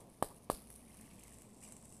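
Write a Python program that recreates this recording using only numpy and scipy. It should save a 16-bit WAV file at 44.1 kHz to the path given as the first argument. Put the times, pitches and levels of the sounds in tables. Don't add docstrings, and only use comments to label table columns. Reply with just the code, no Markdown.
import sys
import numpy as np
from scipy import signal
from scipy.fft import rfft, irfft
from scipy.io import wavfile

SR = 44100
rng = np.random.default_rng(int(sys.argv[2]) if len(sys.argv) > 2 else 0)


def transcribe(signal):
    frames = np.atleast_2d(signal).T
    limited = np.clip(frames, -1, 1)
    pcm = np.round(limited * 32767).astype(np.int16)
    wavfile.write(sys.argv[1], SR, pcm)


N = 88200
TIME_S = np.arange(N) / SR

# start_s, knock_db, ring_db, ring_pitch_ratio, rebound_delay_s, rebound_db, rattle_db
FLICK_HITS = [(0.2254, -2, -16.5, .97, .0180, -9.5, -21.5), (.4999, -3, -20, 1.03, .0155, -6.5, -16)]
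# freq_hz, gain_db
KNOCK_EQ = [(30, -12), (100, -6.5), (220, -2), (580, 2), (900, -0.5), (1180, 0.5), (1300, -9),
            (1420, -27.5), (1650, -13), (2000, -29), (3200, -25.5), (6500, -47.5), (15000, -32)]
# freq_hz, gain_db
KNOCK_TAIL_EQ = [(60, -4), (200, 0), (300, 1.5), (430, 4), (620, 3), (800, -2.5), (1200, -2.5), (2000, 0),
                 (14000, -0.5)]
# freq_hz, gain_db
RATTLE_EQ = [(1300, -10.5), (2500, -11), (3400, -9), (4700, -3), (6000, -9.5), (7000, -9.5), (8800, -1.5),
             (10700, 3), (12000, -2.5), (14500, -8.5)]
RING_LAG_S, RATTLE_DECAY_S = .001234, .048
KNOCK_EARLY_DB, KNOCK_ROOM_DB, RING_ROOM_DB = -21.5, -18.5, -10.5


def flicks():
    knocks, rings, rattles = np.zeros((3, N))
    fade = np.exp(-TIME_S / RATTLE_DECAY_S)
    for start_s, knock_db, ring_db, pitch_ratio, rebound_delay_s, rebound_db, rattle_db in FLICK_HITS:
        ring_s = start_s + RING_LAG_S
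        add(knocks, start_s, -undb(knock_db) * response(KNOCK_EQ))
        add(rings, ring_s, undb(ring_db) * ring(pitch_ratio))
        add(rings, ring_s + rebound_delay_s, undb(ring_db + rebound_db) * ring(pitch_ratio))
        rattle = unit(fade * grit(grains_per_s=700, smooth_share=.15))
        add(rattles, ring_s, undb(rattle_db) * rattle)
    direct = knocks + rings + through(rattles, response(RATTLE_EQ))
    early = undb(KNOCK_EARLY_DB) * echoes(knocks, decay_s=.0057)
    send = undb(KNOCK_ROOM_DB) * through(knocks, response(KNOCK_TAIL_EQ)) + undb(RING_ROOM_DB) * rings
    return direct + early + room(send)


# pitch_hz, level_db, t60_s
SHELL_MODES = [(8090, -1, 0.011), (8550, -5, .022), (9330, 0, 0.02), (10160, -5, 0.0061),
               (10560, -4.5, 0.0058), (12000, -4, 0.005)]
# freq_hz, gain_db
CRACK_EQ = [(1000, 8.5), (2500, -11), (4800, -2), (6600, -21.5), (8500, -2), (11000, -6), (14500, -5.5)]


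def ring(pitch_ratio, crack_db=1.5):
    modes = np.zeros(N)
    for pitch_hz, level_db, t60_s in SHELL_MODES:
        phase = 2 * np.pi * pitch_hz * pitch_ratio * TIME_S + rng.uniform(0, 2 * np.pi)
        modes += undb(level_db) * np.sin(phase) * np.exp(-np.log(1000) * TIME_S / t60_s)
    crack = through(burst(decay_s=.0019), response(CRACK_EQ))
    return unit(modes) + undb(crack_db) * crack


# time_s, hiss_db, rasp_db
WHIR_LEVELS = [(0, -61.5, -67), (.06, -78, -93), (.11, -68.5, -81), (.2, -72, -80), (.32, -82, -84),
               (.375, -66, -78.5), (.405, -79, -86), (.435, -61.5, -85), (.48, -89, -82), (.65, -67.5, -76),
               (.72, -59.5, -79), (.8, -66, -77), (.98, -62.5, -71), (1.06, -65, -70), (1.33, -65, -72.5),
               (1.46, -67.5, -78.5), (1.605, -68, -82.5), (1.635, -56, -64.5), (1.70, -64, -71),
               (1.735, -64, -74), (1.76, -65.5, -82.5), (2, -63.5, -85)]
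# time_s, tilt (0 upright, 1 level)
SPINNER_TILT = [(0, 0.51), (.15, 0), (.72, 0), (1.0, 0.23), (1.25, 0.66), (1.6, 0.98), (2, 1)]
# freq_hz, gain_db
UPRIGHT_HISS_EQ = [(2000, -25), (5000, -17), (6200, -11.5), (7300, -18.5), (8700, -2), (9300, -0.5),
                   (9750, -5), (10350, 1), (11100, -3), (12600, -15.5), (14500, -16.5)]
# freq_hz, gain_db
LEVEL_HISS_EQ = [(2000, -27.5), (4200, -21), (5200, -12.5), (6100, -9.5), (6950, -11), (7450, -3),
                 (7850, 2), (8400, -1.5), (9000, -0.5), (10500, -8), (13000, -20.5), (14500, -18.5)]
# freq_hz, gain_db
RASP_EQ = [(600, -8), (1100, 0.5), (1400, -9), (2100, -2), (2400, -5), (2750, -1.5), (3700, -6.5),
           (5000, -5.5), (8000, -19)]
WOBBLE_HZ, WOBBLE_DB = 22.8, 1
GRINDING_DB, TICK_RASP_DB, CHATTER_DB, WHIR_ROOM_DB = -3.5, -11.5, -3, -8


def bearing():
    wobble = undb(WOBBLE_DB * np.sin(2 * np.pi * WOBBLE_HZ * TIME_S))
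    hiss_gain = wobble * undb(curve(WHIR_LEVELS))
    rasp_gain = wobble * undb(curve(WHIR_LEVELS, column=2))
    tilt = curve(SPINNER_TILT)
    ticks = ball_ticks()
    rolling = hiss_gain * grit(grains_per_s=700, smooth_share=.12) + ticks
    hiss = through(rolling * (1 - tilt), response(UPRIGHT_HISS_EQ))
    hiss += through(rolling * tilt, response(LEVEL_HISS_EQ))
    grinding = undb(GRINDING_DB) * rasp_gain * grit(grains_per_s=260, smooth_share=.24)
    rasp = through(grinding + undb(TICK_RASP_DB) * ticks, response(RASP_EQ))
    whir = hiss + rasp + undb(CHATTER_DB) * rasp_gain * cage_chatter()
    return whir + undb(WHIR_ROOM_DB) * room(whir)


# start_s, level_db
TICK_HITS = [(0.016, -45), (0.345, -41), (.619, -34.5), (0.672, -36), (.7024, -27.5), (.7598, -33.5),
             (.970, -34), (1.0115, -31.5), (1.1925, -36), (1.236, -29.5), (1.2795, -32), (1.324, -38),
             (1.3425, -34.5), (1.385, -35), (1.4195, -31), (1.687, -34), (1.722, -26.5), (1.7658, -30.5),
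             (1.8255, -36.5), (1.8545, -33.5), (1.9155, -42), (1.924, -33.5), (1.9455, -38), (1.966, -38)]


def ball_ticks(attack_s=.0004):
    out = np.zeros(N)
    attack = 1 - np.exp(-TIME_S / attack_s)
    for start_s, level_db in TICK_HITS:
        add(out, start_s, undb(level_db) * unit(burst(decay_s=.0018) * attack))
    return out


def cage_chatter(taps_per_s=130, centre_hz=2347, spread_oct=.22, spread_db=3, decay_s=.0019, count=600):
    out = np.zeros(N)
    t = TIME_S[:SR // 50]
    starts_s = np.cumsum(rng.gamma(2, .5, count)) / taps_per_s
    for start_s, (detune, size) in zip(starts_s[starts_s < N / SR], rng.standard_normal((count, 2))):
        pitch_hz = centre_hz * 2 ** (spread_oct * detune)
        tap = np.sin(2 * np.pi * pitch_hz * t) * np.exp(-t / decay_s)
        add(out, start_s, undb(spread_db * min(size, 2)) * tap)
    return out / out.std()


# centre_s, width_s, level_db
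AIR_PUFFS = [(.264, 0.0077, -51), (.538, 0.0052, -42)]


def air_puffs():
    out = np.zeros(N)
    for centre_s, width_s, level_db in AIR_PUFFS:
        offset = (TIME_S - centre_s) / width_s
        out -= undb(level_db) * offset * np.exp(-offset ** 2 / 2)
    return out


# centre_s, width_s, level_db
RUSTLE_SWELLS = [(0.026, 0.066, -62), (.312, .014, -56), (1.69, 0.1, -67.5)]
# freq_hz, gain_db
CLOTH_EQ = [(60, -4), (130, -1.5), (270, -1), (520, 1.5), (800, 0), (1150, -6), (1450, -23), (5000, -32),
            (14000, -45)]


def sleeve_rustle():
    swells = np.zeros(N)
    for centre_s, width_s, level_db in RUSTLE_SWELLS:
        swells += undb(level_db) * np.exp(-((TIME_S - centre_s) / width_s) ** 2)
    return through(swells * rng.standard_normal(N), response(CLOTH_EQ))


# time_s, level_db
SHAKE_LEVELS = [(0, -68.5), (.48, -69), (.56, -62.5), (.8, -73.5), (1.05, -64), (1.35, -65.5), (1.7, -65),
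                (2, -65.5)]
# freq_hz, gain_db
SHAKE_EQ = [(20, -13), (60, -5.5), (80, -8), (108, -1), (150, -5.5), (220, -2.5), (400, -19.5),
            (2000, -43.5)]


def hand_shake():
    return undb(curve(SHAKE_LEVELS)) * through(rng.standard_normal(N), response(SHAKE_EQ, size=8192))


# time_s, level_db
HUM_LEVELS = [(0, -76), (.55, -71.5), (.63, -64), (.77, -65), (.83, -72), (.98, -68.5), (1.15, -73),
              (1.25, -65.5), (1.39, -65), (1.48, -82), (1.66, -65.5), (1.82, -72.5), (1.92, -69), (2, -66)]


def hum(pitch_hz=58.3):
    return undb(curve(HUM_LEVELS)) * np.sqrt(2) * np.sin(2 * np.pi * pitch_hz * TIME_S)


# freq_hz, gain_db
ROOM_TONE_EQ = [(20, -7), (45, -12), (80, -8), (110, -3), (150, -5.5), (215, 2), (320, -7.5), (450, -9),
                (700, -12), (1150, -18.5), (1450, -29), (3000, -30.5), (3900, -30.5), (5500, -32.5),
                (7000, -32.5), (14500, -36)]


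def room_tone(level_db=-62):
    return undb(level_db) * through(rng.standard_normal(N), response(ROOM_TONE_EQ, size=8192))


def room(x, t60_s=.29):
    return echoes(x, decay_s=t60_s / np.log(1000))


def echoes(x, decay_s, predelay_s=.004):
    ir = np.zeros(N)
    add(ir, predelay_s, burst(decay_s))
    return through(x, ir)


def grit(grains_per_s, smooth_share, spread_db=3, decay_s=.0018):
    hits = rng.random(N) < grains_per_s / SR
    impacts = hits * undb(spread_db * np.minimum(rng.exponential(size=N), 4))
    power = np.abs(through(impacts ** 2, np.exp(-2 * TIME_S / decay_s)))
    grains = rng.standard_normal(N) * np.sqrt(power / power.mean() + smooth_share)
    return grains / grains.std()


def burst(decay_s):
    return unit(rng.standard_normal(N) * np.exp(-TIME_S / decay_s))


def response(eq, size=2048):
    freq_hz, gain_db = np.array(eq).T
    bins_hz = np.fft.rfftfreq(size, 1 / SR)
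    gain = undb(np.interp(np.log(bins_hz + 1), np.log(freq_hz), gain_db))
    cepstrum = irfft(np.log(gain))
    cepstrum[1:size // 2] *= 2
    cepstrum[size // 2 + 1:] = 0
    return unit(irfft(np.exp(rfft(cepstrum))))


def through(x, ir):
    return signal.fftconvolve(x, ir)[:N]


def curve(table, column=1):
    rows = np.array(table)
    return np.interp(TIME_S, rows[:, 0], rows[:, column])


def add(out, start_s, x):
    start = max(int(start_s * SR), 0)
    part = x[:N - start]
    out[start:start + len(part)] += part


def undb(db):
    return 10 ** (np.asarray(db) / 20)


def unit(x):
    return x / np.sqrt(np.sum(x ** 2))


def scene():
    return (flicks() + bearing() + air_puffs() + sleeve_rustle() + hand_shake() + hum() + room_tone())[None]


def record(dry):
    cutoff_hz = 14450
    return signal.sosfilt(signal.ellip(8, .2, 60, cutoff_hz, fs=SR, output="sos"), dry)


dry = scene()
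out = record(dry)
transcribe(out)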